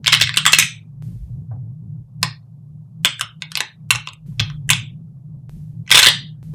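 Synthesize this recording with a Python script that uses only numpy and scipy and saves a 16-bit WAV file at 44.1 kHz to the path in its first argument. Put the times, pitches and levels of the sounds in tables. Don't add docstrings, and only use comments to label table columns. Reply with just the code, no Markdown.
import sys
import numpy as np
from scipy import signal
from scipy.fft import rfft, irfft
from scipy.io import wavfile
from scipy.ndimage import uniform_filter1d

SR = 44100
rng = np.random.default_rng(int(sys.argv[2]) if len(sys.argv) > 2 else 0)


def nominal_scale(level):
    x = np.asarray(level, float) / 20
    return 10 ** x


def bounce(signal):
    frames = np.transpose(np.atleast_2d(signal))
    limited = np.clip(frames, -1, 1)
    pcm = np.round(limited * 32767).astype(np.int16)
    wavfile.write(sys.argv[1], SR, pcm)


N = 288414

# t/s, height of the click step [full scale], hiss let through/dB
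SCENE_CHANGES = [
    (1.0238, 0.027, -3),
    (4.2624, .005, -6),
    (5.4947, 0.033, -5.5),
    (6.4292, .017, -5.5),
    (6.5385, 0.019, -3.5),
]
HISS_DB = -55


def band(x, hz, width):
    return signal.lfilter(*signal.iirpeak(hz, hz / width, fs=SR), x)


def unit(x):
    return x / np.sqrt(np.mean(x ** 2))


def hum():
    # t/s, lower mode level/dB, upper mode level/dB, rumble level/dB, rustle level/dB
    wavering = [(0.0, -42, -32.5, -62, -62), (0.09, -33.5, -37, -45, -57), (0.13, -37, -30.5, -59, -62),
                (0.2, -31.5, -31.5, -53, -61.5), (0.25, -24.5, -49, -54, -63),
                (0.38, -42.5, -32, -62, -60.5), (0.6, -40, -33.5, -51, -64.5), (0.64, -30, -32, -65, -64),
                (0.69, -41, -40, -64, -68), (0.75, -41, -44, -74.5, -59.5),
                (0.97, -43.5, -37.5, -55.5, -60), (1.07, -28, -30.5, -49, -61),
                (1.16, -33.5, -35.5, -46, -62), (1.24, -46.5, -47.5, -28.5, -63),
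                (1.29, -32.5, -42.5, -51.5, -61), (1.33, -28, -39, -41, -60),
                (1.42, -29, -33.5, -64, -62.5), (1.46, -43, -37.5, -54, -59.5),
                (1.51, -26, -43.5, -58.5, -65), (1.71, -30.5, -39, -60.5, -59.5),
                (1.78, -50, -36.5, -66, -60.5), (1.82, -34.5, -35.5, -56, -64.5),
                (1.97, -34.5, -31.5, -65, -60.5), (2.0, -30.5, -42.5, -46.5, -62.5),
                (2.06, -47, -51.5, -55, -64), (2.15, -44, -39.5, -62.5, -61),
                (2.24, -27.5, -27, -43, -68.5), (2.39, -47.5, -47.5, -73.5, -70),
                (2.44, -44.5, -45, -64.5, -61), (2.77, -41.5, -36, -71, -70),
                (2.88, -43.5, -46, -67, -60.5), (2.99, -45.5, -34.5, -77.5, -62.5),
                (3.02, -40, -31, -56.5, -58.5), (3.19, -45, -54.5, -76, -67),
                (3.24, -41, -39.5, -66, -56.5), (3.28, -49.5, -62, -58.5, -72),
                (3.37, -48.5, -38.5, -72.5, -72), (3.57, -49, -43, -69.5, -66.5),
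                (3.7, -51.5, -59, -74, -60.5), (3.81, -50, -36, -68, -62), (3.95, -27, -42.5, -41.5, -71.5),
                (4.08, -59, -47, -65, -56), (4.13, -40, -50.5, -58.5, -62), (4.19, -62, -48, -59.5, -62),
                (4.3, -33, -27.5, -40, -62), (4.35, -42, -37, -48.5, -64), (4.41, -15, -49, -46.5, -61),
                (4.5, -41, -30, -47.5, -59), (4.57, -33.5, -33, -38, -62), (4.64, -35.5, -31, -56.5, -62),
                (4.68, -31, -32.5, -40, -64.5), (4.73, -28.5, -23, -40, -59), (4.79, -30, -39, -50, -66),
                (4.97, -41.5, -33.5, -70.5, -62), (5.03, -43.5, -36, -61.5, -60),
                (5.21, -41, -40, -66.5, -62.5), (5.37, -42, -33, -56, -64.5),
                (5.43, -36.5, -42.5, -68, -58.5), (5.54, -44.5, -34, -38.5, -65),
                (5.74, -33.5, -34.5, -58.5, -58.5), (5.81, -31.5, -30, -55, -59.5),
                (5.88, -46.5, -44, -64.5, -60.5), (5.96, -29, -32.5, -47.5, -58.5),
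                (6.01, -48, -46, -52, -58.5), (6.08, -32.5, -37, -53, -64), (6.16, -40, -31, -58.5, -63),
                (6.36, -42, -37, -64.5, -57.5), (6.41, -38.5, -40, -49.5, -67),
                (6.54, -43, -25, -42.5, -68)]
    # f/Hz, width/Hz
    hum_modes = [(115.64, 18), (151.7, 17), (51.4, 22)]
    # f/Hz, level per Hz/dB
    rustle_colour = [(100, -31), (170, -0.5), (209, -12), (268, -36.5), (325, -32), (472, -44), (552, -39),
                     (1090, -45.5), (1830, -60.5), (3000, -71.5), (3900, -102), (6600, -120)]
    t = np.arange(N) / SR
    times, *columns = np.transpose(wavering)
    gains = [nominal_scale(np.interp(t, times, column)) for column in columns]
    out = 0
    for (hz, width), gain in zip(hum_modes, gains):
        noise = band(rng.standard_normal(N), hz, width)
        mode = signal.hilbert(band(noise, hz, width * 2))
        steady = mode.real / (np.abs(mode) + 0.1 * np.std(mode)) ** 0.61
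        out = out + gain * unit(steady)
    f, db = np.transpose(rustle_colour)
    freq = np.maximum(np.arange(N // 2 + 1) * SR / N, 1)
    colour = nominal_scale(np.interp(np.log(freq), np.log(f), db, left=-80, right=-80))
    rustle = irfft(rfft(rng.standard_normal(N)) * colour, N)
    return out + gains[3] * unit(rustle)


def room(x):
    # f/Hz, t60/s, level/dB
    tail_bands = [(302, 0.16, -12.5), (850, 0.14, -10.5), (1600, 0.25, -10.5), (3246, 0.38, -14),
                  (6330, .27, -15.5), (12000, 0.069, -7.5)]
    t = np.arange(SR // 2) / SR
    tail = np.zeros(len(t))
    for hz, t60, db in tail_bands:
        noise = unit(band(rng.standard_normal(len(t)), hz, hz * 0.89))
        tail += nominal_scale(db) * np.sqrt(1 / SR / t60) * noise * nominal_scale(-60 * t / t60)
    tail *= 2.406 * np.clip(t / 0.0024, 0, 1)
    return x + signal.fftconvolve(x, tail)[:N]


def bumps():
    # t/s, level/dB, f/Hz, t60/s
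    hand_bumps = [
        (1.512, -44, 700, 0.15),
        (1.176, -66, 6500, 0.0091),
        (5.34, -59.5, 530, 0.09),
    ]
    out = np.zeros(N + 8192)
    t = np.arange(4096) / SR
    for s, db, hz, t60 in hand_bumps:
        thud = unit(band(rng.standard_normal(4096), hz, hz / 4))
        out[int(s * SR):][:4096] += nominal_scale(db) * thud * nominal_scale(-60 * t / t60)
    return out[:N]


def ring(x, modes, scatter_db, detune):
    chance = rng.standard_normal((len(modes), 3))
    y = np.zeros(len(x))
    for (hz, width, db), (sign, gain, pitch) in zip(modes, chance):
        mode = band(x, hz * (1 + detune * pitch), width)
        y += np.sign(sign) * nominal_scale(db + scatter_db * gain) * mode
    return y / np.abs(y).max()


def snap(hz, treble_db, knock_db, cascade_ms, count=14, size=2048):
    # f/Hz, width/Hz, level/dB
    slab_modes = [(1500, 360, -6.5), (2050, 350, -5.5), (2800, 450, -2), (3400, 400, 0), (4000, 410, -3.5),
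                  (5130, 700, -9)]
    # f/Hz, width/Hz, level/dB
    tick_modes = [(6700, 1600, 4.5), (8060, 1800, 5), (10580, 2400, -6.5), (13300, 9700, -10)]
    # f/Hz, width/Hz, level/dB
    knock_modes = [(570, 200, -2.5), (900, 130, 3.5), (1095, 200, 9.5), (300, 170, -12.5)]
    when = rng.random(count) ** 1.5 * 2.5
    when[0] = 0
    at = (when * np.clip(cascade_ms, 0.2, 12) * SR / 1000).astype(int)
    force = np.exp(-when) * nominal_scale(4.0 * rng.standard_normal(count))
    blows = np.zeros(size)
    np.add.at(blows, at, force * rng.choice([-1, 1], count))
    slab = ring(blows, slab_modes + [(hz, 350, 3)], scatter_db=3.0, detune=0.059)
    slab = signal.sosfilt(signal.butter(2, 1100, "high", fs=SR, output="sos"), slab)
    tick = ring(blows, tick_modes, scatter_db=0.5, detune=0.053)
    knock = ring(blows, knock_modes, scatter_db=3.0, detune=0.049)
    return slab + nominal_scale(treble_db + 9.5) * tick + nominal_scale(knock_db + 1.5) * knock


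def balls():
    # t/s, blow level/dB, slab ring f/Hz, treble level/dB, knock level/dB, cascade time/ms
    card_out = [(0.045, -17, 2169, -23, -47.5, 3.7), (0.0615, -4.5, 2157, -29.5, -48.5, 2.92),
                (0.0695, -1.5, 3296, -21.5, -31.5, 2.77), (0.0784, 4, 3735, -23, -31, 2.48),
                (0.1034, -17.5, 3760, -21.5, -37.5, 3.6), (0.123, -4.5, 2550, -21.5, -36, 3.3),
                (0.1265, 1.5, 3104, -21, -38, 3), (0.131, 7.5, 3746, -20, -33.5, 2.97),
                (0.1394, 2, 3300, -23.5, -44, 3), (0.1482, 0.5, 3283, -24, -40.5, 2.95),
                (0.1722, -8, 3760, -27.5, -33.5, 2.9), (0.1997, -9, 1517, -21, -31, 1.7),
                (0.2114, -1.5, 3490, -17.5, -30, 2.6), (0.2137, 7.5, 3366, -21.5, -32.5, 3),
                (0.2207, 1.5, 3956, -16.5, -32.5, 3), (0.2279, -4.5, 3680, -22, -43, 3),
                (0.2374, -11, 3560, -20.5, -35.5, 3), (0.2727, -9.5, 2224, -25.5, -38.5, 3.2),
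                (0.2927, -6, 1800, -28, -29.5, 2.72), (0.3416, -12, 2208, -27.5, -39, 4),
                (0.362, -13.5, 2135, -19.5, -35, 1.5), (0.3714, 1, 1867, -13, -32.5, 3.34),
                (0.3752, 2, 3258, -17.5, -34.5, 3), (0.3827, -6.5, 1952, -25.5, -37.5, 2.8),
                (0.4536, -0.5, 1550, -18, -36, 3), (0.4632, 9, 3323, -12, -37, 3),
                (0.4688, -4.5, 1742, -15, -35, 3.15), (0.4777, -7, 1973, -19, -28, 2.9),
                (0.5224, -11.5, 1510, -3.5, -29.5, 3.35), (0.5313, 4, 1520, -9.5, -34, 2.78),
                (0.5335, 4.5, 2920, -13, -31.5, 3), (0.5474, -3, 2912, -16, -25.5, 3.1),
                (0.5857, -3.5, 1794, -23, -40, 3.24), (0.5863, 4.5, 1698, -2.5, -33.5, 2.69),
                (0.5989, 2, 3614, -14, -35.5, 3.35), (0.6244, -5, 2674, -16, -38, 3.5)]
    placing = [(2.2293, -4, 1880, -17.5, -14, 2), (2.2293, -3.5, 1880, -15, -14, 2),
               (2.2344, -12.5, 3100, -11.5, -14.5, 2), (3.048, 7.5, 2800, -16.5, -29, 2),
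               (3.0544, -5.5, 3440, -12, -13, 2), (3.1946, -18, 1900, -13, -21.5, 2),
               (3.2106, -3, 1560, -15, -27, 2), (3.2164, -12.5, 3600, -17, -21, 2),
               (3.4211, -12.5, 2770, -27, -33, 2), (3.5184, -17, 1570, -17, -36, 2),
               (3.5543, -5.5, 2780, -12.5, -17.5, 2), (3.5728, -5, 2930, -16, -23.5, 2),
               (3.5784, -16, 1570, -14, -13, 2), (3.6052, -3.5, 1480, -13, -10.5, 2),
               (3.6104, -29, 1560, -22, 1, 2), (3.906, 1.5, 2810, -8, -17, 2),
               (3.9114, -3.5, 3000, -8.5, -27.5, 2), (3.9509, -14, 1780, -37, -6.5, 2),
               (3.9574, -12, 2800, -11, -27, 2), (4.0731, -14.5, 3100, -30, -15.5, 2),
               (4.0874, -23, 4000, -15.5, -21.5, 2), (4.1334, -32, 3300, -7, -38, 2),
               (4.3214, -55, 1500, -11, -7, 2), (4.3954, -6, 2440, -23.5, -19.5, 2),
               (4.4004, -2, 1570, -29, -31, 2), (4.4064, -15.5, 2430, -25.5, -10, 2),
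               (4.4643, -37.5, 3510, -34, -9, 2), (4.5007, -25, 1600, -35.5, -27, 2),
               (4.6917, -7.5, 3300, -11.5, -49, 2), (4.7022, 7.5, 2724, -7.5, -20.5, 2),
               (4.7054, -3, 4200, -17, -45.5, 2), (4.7114, -7.5, 3340, -8, -36, 2),
               (4.7234, -22, 2230, -15.5, -31.5, 2), (4.7324, -5.5, 3500, -22, -35, 2)]
    card_pull = [(5.8646, -33.5, 2220, -42.5, -25.5, 4), (5.877, -25, 2276, -38, -41, 4),
                 (5.892, -26, 2727, -34, -27, 4), (5.8963, -18.5, 1753, -23.5, -30, 4),
                 (5.9053, -8.5, 2466, -11, -13, 4), (5.914, 6, 3110, -18, -28.5, 4),
                 (5.9238, 3.5, 2186, -16, -30.5, 4), (5.9349, -4, 2220, -23.5, -23.5, 4),
                 (5.9449, 3.5, 1920, -17, -22, 4), (5.9492, 5.5, 3030, -14, -21.5, 4),
                 (5.9547, 10, 3698, -17.5, -25.5, 4), (5.9722, 8, 2736, -11, -20.5, 4),
                 (5.9785, 6.5, 3675, -14.5, -20, 4), (5.9903, 5, 3400, -11, -31, 4),
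                 (5.9962, 0.5, 2764, -9.5, -32.5, 4), (6.0199, -1, 2995, -17.5, -26, 4),
                 (6.0288, 5, 3865, -14, -32, 4), (6.0351, 0, 2268, -18, -31, 4),
                 (6.0446, -1.5, 3730, -16, -29.5, 4), (6.0521, -1.5, 3840, -14.5, -34.5, 4),
                 (6.061, 3.5, 2995, -19, -38, 4), (6.0686, 11, 3360, -18, -24, 4),
                 (6.0852, 3.5, 3406, -16, -45, 4)]
    out = np.zeros(N + 8192)
    for s, db, *how in card_out + placing + card_pull:
        out[int(s * SR):][:2048] += nominal_scale(db + 2.0) * snap(*how)
    return out[:N]


def scene():
    return (room(balls() + bumps()) + hum())[None]


def denoise(x, over_db, depth_db, learn_db_per_s, from_hz):
    f, t, z = signal.stft(x, SR, nperseg=1024, noverlap=768)
    power = uniform_filter1d(np.abs(z) ** 2, size=9, axis=0)
    power = uniform_filter1d(power, size=3, axis=1)
    treble_only = 1 / (1 + (from_hz / (f[:, None] + 1)) ** 4)
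    hiss = nominal_scale(HISS_DB + over_db) ** 2 * 3 / 1024 * treble_only
    least = np.full(len(t), nominal_scale(depth_db))
    for s, _, db in SCENE_CHANGES:
        least = np.maximum(least, (t > s) * nominal_scale(db - learn_db_per_s * np.abs(t - s)))
    gain = np.maximum((power / (power + hiss)) ** 2, least)
    return signal.istft(z * gain, SR, nperseg=1024, noverlap=768)[1][:N]


def low_pass(x):
    return signal.sosfilt(signal.butter(12, 14000, fs=SR, output="sos"), x)


def record(dry):
    t = np.arange(N) / SR
    hiss = nominal_scale(HISS_DB) * rng.standard_normal(N)
    whine = nominal_scale(-69) * np.sin(2 * np.pi * 9900 * t)
    x = dry[0] + hiss + whine
    x = denoise(x, over_db=8.5, depth_db=-24.5, learn_db_per_s=45, from_hz=2300)
    for s, step, _ in SCENE_CHANGES:
        x = x + step * (t >= s) * np.exp(-np.abs(t - s) / 0.0013)
    return low_pass(np.clip(x, -1, 1)[None])


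dry = scene()
out = record(dry)
bounce(out)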